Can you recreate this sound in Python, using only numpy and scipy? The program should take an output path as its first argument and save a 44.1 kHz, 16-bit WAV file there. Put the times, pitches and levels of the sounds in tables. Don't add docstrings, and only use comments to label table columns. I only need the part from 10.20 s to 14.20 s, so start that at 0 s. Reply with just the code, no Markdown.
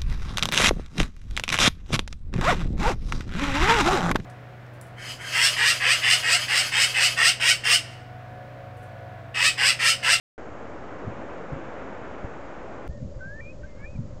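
import sys
import numpy as np
from scipy import signal
from scipy.fft import rfft, irfft
from scipy.io import wavfile
from scipy.ndimage import uniform_filter1d

SR = 44100
rng = np.random.default_rng(int(sys.argv[2]) if len(sys.argv) > 2 else 0)


def pcm_store(signal):
    levels = np.round(np.clip(np.atleast_2d(signal), -1, 1) * 32767)
    wavfile.write(sys.argv[1], SR, levels.astype(np.int16).T)


N = 176400
T = np.arange(N) / SR
FREQS = np.maximum(np.arange(N // 2 + 1) * SR / N, 1)
CUT_S = 2.678


def gain(db):
    return 10 ** (np.asarray(db) / 20)


def normalise(x):
    return x / np.sqrt(np.mean(x ** 2))


def wander(per_second):
    hold = int(SR / per_second)
    steps = np.repeat(rng.standard_normal(N // hold + 1), hold)
    return 1.27 * uniform_filter1d(uniform_filter1d(steps, hold), hold)[:N]


def noise(shape):
    return normalise(irfft(rfft(rng.standard_normal(N)) * shape, N))


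def colour(points):
    hz, db = np.array(points, float).T
    roll_off = np.minimum(hz[-1] / FREQS, 1) ** 2
    return gain(np.interp(np.log(FREQS), np.log(hz), db)) * roll_off


def flickering_noise(points, flicker_db, bands=10):
    spectrum = rfft(noise(colour(points)))
    shared = wander(per_second=12)
    octave = np.clip(np.log2(FREQS / 20), 0, bands - 1)
    total = np.zeros(N)
    for k in range(bands):
        band = irfft(spectrum * np.maximum(1 - abs(octave - k), 0), N)
        total += band * gain(flicker_db * (wander(per_second=24) + shared / 2))
    return normalise(total)


def burst(peak_s, half_s, shape):
    swell = np.exp(-((T - peak_s) / half_s) ** 2 / 2)
    puff = noise(shape) * swell
    return puff * np.sqrt(np.sum(swell ** 2) / np.sum(puff ** 2))


def low_pass(x, hz):
    return signal.sosfilt(signal.ellip(8, .2, 70, hz, fs=SR, output="sos"), x)


def calm_water():
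    # frequency in Hz, relative level in dB.
    tone = [(30, -4.5), (120, -1.5), (250, -4.5), (420, -8.5), (750, -16), (1200, -20), (2000, -28.5),
            (3200, -34.5), (5000, -48)]
    return gain(-47.5) * flickering_noise(tone, flicker_db=1.5)


def distant_drone(waver_db=1.5, fade_db_per_s=2):
    # centre in Hz, width in Hz, average level at the cut in dB.
    resonances = [(517, 38, -54), (578, 62, -50.5), (620, 45, -61)]
    hum = np.zeros(N)
    for hz, width, db in resonances:
        hum += gain(db) * noise(1 / (1 + 2 * ((FREQS - hz) / width) ** 2) ** 2)
    return hum * gain(waver_db * wander(per_second=28) - fade_db_per_s * (T - CUT_S))


def wash(boost_db=1.5):
    # frequency in Hz, relative level in dB.
    tone = [(30, -15.5), (60, -12), (120, -7), (200, -5.5), (280, -2), (400, -3.5), (550, -1), (880, -8),
            (1440, -11), (2470, -22), (3790, -35.5), (5000, -49.5)]
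    # time in seconds, level in dB before the boost.
    loudness = [(0.2, -41), (0.21, -41), (1.67, -38), (2.07, -40), (2.65, -41), (2.66, -42)]
    times, db = np.array(loudness).T
    return flickering_noise(tone, flicker_db=0.67) * gain(np.interp(T, times, db) + boost_db)


def wind_rumble():
    # frequency in Hz, relative level in dB.
    tone = [(15, -12.5), (42, 0), (65, -4), (100, -3.5), (170, -14.5), (280, -22), (600, -46)]
    swell_db = 4 * np.tanh(wander(per_second=35))
    level_db = np.where(T > CUT_S, -43.5, -50.5)
    return noise(colour(tone)) * gain(level_db + swell_db)


def wind_gusts(top_hz=249):
    # peak time in seconds, half length in seconds, centre in Hz, spread in octaves,
    # peak level in dB.
    gusts = [(.882, 0.0053, 110, 0.78, -27), (0.889, .022, 135, 0.5, -35.5), (1.329, .007, 70, .9, -31),
             (1.34, .007, 135, 0.76, -30), (1.367, .007, 110, .9, -36), (2.045, .005, 80, 1.2, -27),
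             (2.7, .016, 57, 0.64, -32), (2.771, 0.014, 130, 1.1, -37.5), (2.843, 0.02, 91, .7, -30.5),
             (2.965, .02, 45, 0.59, -37.5), (3.065, 0.021, 165, 0.34, -40.5), (3.787, .026, 90, .8, -29.5),
             (3.839, 0.036, 110, 1, -36)]
    bass_only = 1 / (1 + (FREQS / top_hz) ** 8)
    thumps = np.zeros(N)
    for peak_s, half_s, hz, spread, db in gusts:
        band = np.exp(-(np.log2(FREQS / hz) / spread / 2) ** 2)
        thumps += gain(db) * burst(peak_s, half_s, bass_only * band)
    return thumps


def rasp(peak_s, half_s, hz, db, width_hz=100, spacing_hz=460, side_db=-6.5):
    below, middle, above = (np.exp(-((FREQS - centre) / width_hz) ** 2)
                            for centre in (hz - spacing_hz, hz, hz + spacing_hz))
    return gain(db) * burst(peak_s, half_s, middle + gain(side_db) * (below + above))


def whistle(note, fade_s=.005, pitch_jitter=.002, flutter_db=0.85):
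    times, hz, db = np.array(note, float).T
    pitch = np.interp(T, times, hz) * (1 + pitch_jitter * wander(per_second=150))
    level = gain(np.interp(T, times, db) + flutter_db * wander(per_second=90))
    ramp = np.clip(np.minimum(T - times[0], times[-1] - T) / fade_s + .5, 0, 1)
    fade = np.sin(np.pi / 2 * ramp) ** 2
    return np.sqrt(2) * level * fade * np.sin(2 * np.pi * np.cumsum(pitch) / SR)


def bird(trim_db=-0.5, echo_db=-24.5, echo_s=0.56):
    # time in seconds, pitch in Hz, level in dB before the trim.
    low_notes = [
        [(3.007, 1513, -42.5), (3.035, 1539, -39.5), (3.1, 1628, -43), (3.175, 1790, -46.5), (3.198, 1783, -44),
         (3.208, 1920, -38)],
        [(3.434, 1510, -45.5), (3.449, 1567, -46.5), (3.464, 1590, -57)],
        [(3.595, 1630, -62), (3.63, 1694, -51.5), (3.647, 1760, -40.5), (3.658, 1832, -55)],
    ]
    high_notes = [
        [(2.7, 1750, -60), (2.73, 1860, -62), (2.76, 1860, -63.5), (2.795, 1780, -61)],
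        [(3.207, 2360, -47.5), (3.226, 2330, -50.5), (3.292, 2470, -47.5), (3.312, 2570, -52.5),
         (3.324, 2460, -54.5)],
        [(3.462, 2130, -64), (3.505, 2105, -64), (3.55, 2060, -65.5), (3.635, 2280, -53), (3.664, 2400, -45),
         (3.695, 2520, -59.5), (3.738, 2550, -63), (3.755, 2460, -58), (3.767, 2320, -56)],
    ]
    # peak time in seconds, half length in seconds, pitch in Hz, peak level in dB.
    rasps = [(3.001, 0.0074, 1540, -55.5), (3.435, .014, 1830, -63), (3.49, .025, 1790, -65),
             (3.597, .02, 1630, -60)]
    voice = gain(trim_db) * sum(whistle(note) for note in low_notes + high_notes)
    voice += sum(rasp(*row) for row in rasps)
    tail = rng.standard_normal(N) * np.exp(-np.log(1000) * T / echo_s)
    echo = signal.fftconvolve(voice, tail / np.sqrt(np.sum(tail ** 2)))[:N]
    return voice + gain(echo_db) * echo


def scene():
    background = np.where(T > CUT_S, calm_water() + distant_drone(), wash())
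    return (background + wind_rumble() + wind_gusts() + bird())[None]


def record(dry, start_s=0.1793, gap_s=.007, fade_in_s=0.0023):
    # frequency in Hz, relative level in dB.
    hiss_tone = [(100, -1), (3000, -1), (5000, 3), (7500, 1.5), (9000, -24)]
    hiss = gain(-66.5) * noise(colour(hiss_tone))
    whine = gain(-80) * np.sqrt(2) * np.sin(2 * np.pi * 6667 * T)
    offset = -.0096
    dulled = low_pass((dry + hiss + whine + offset) * (T > start_s), hz=7850)
    pause = np.where(T < CUT_S, 1, np.clip((T - CUT_S - gap_s) / fade_in_s, 0, 1))
    return low_pass(dulled * pause, hz=15500)


dry = scene()
out = record(dry)
pcm_store(out)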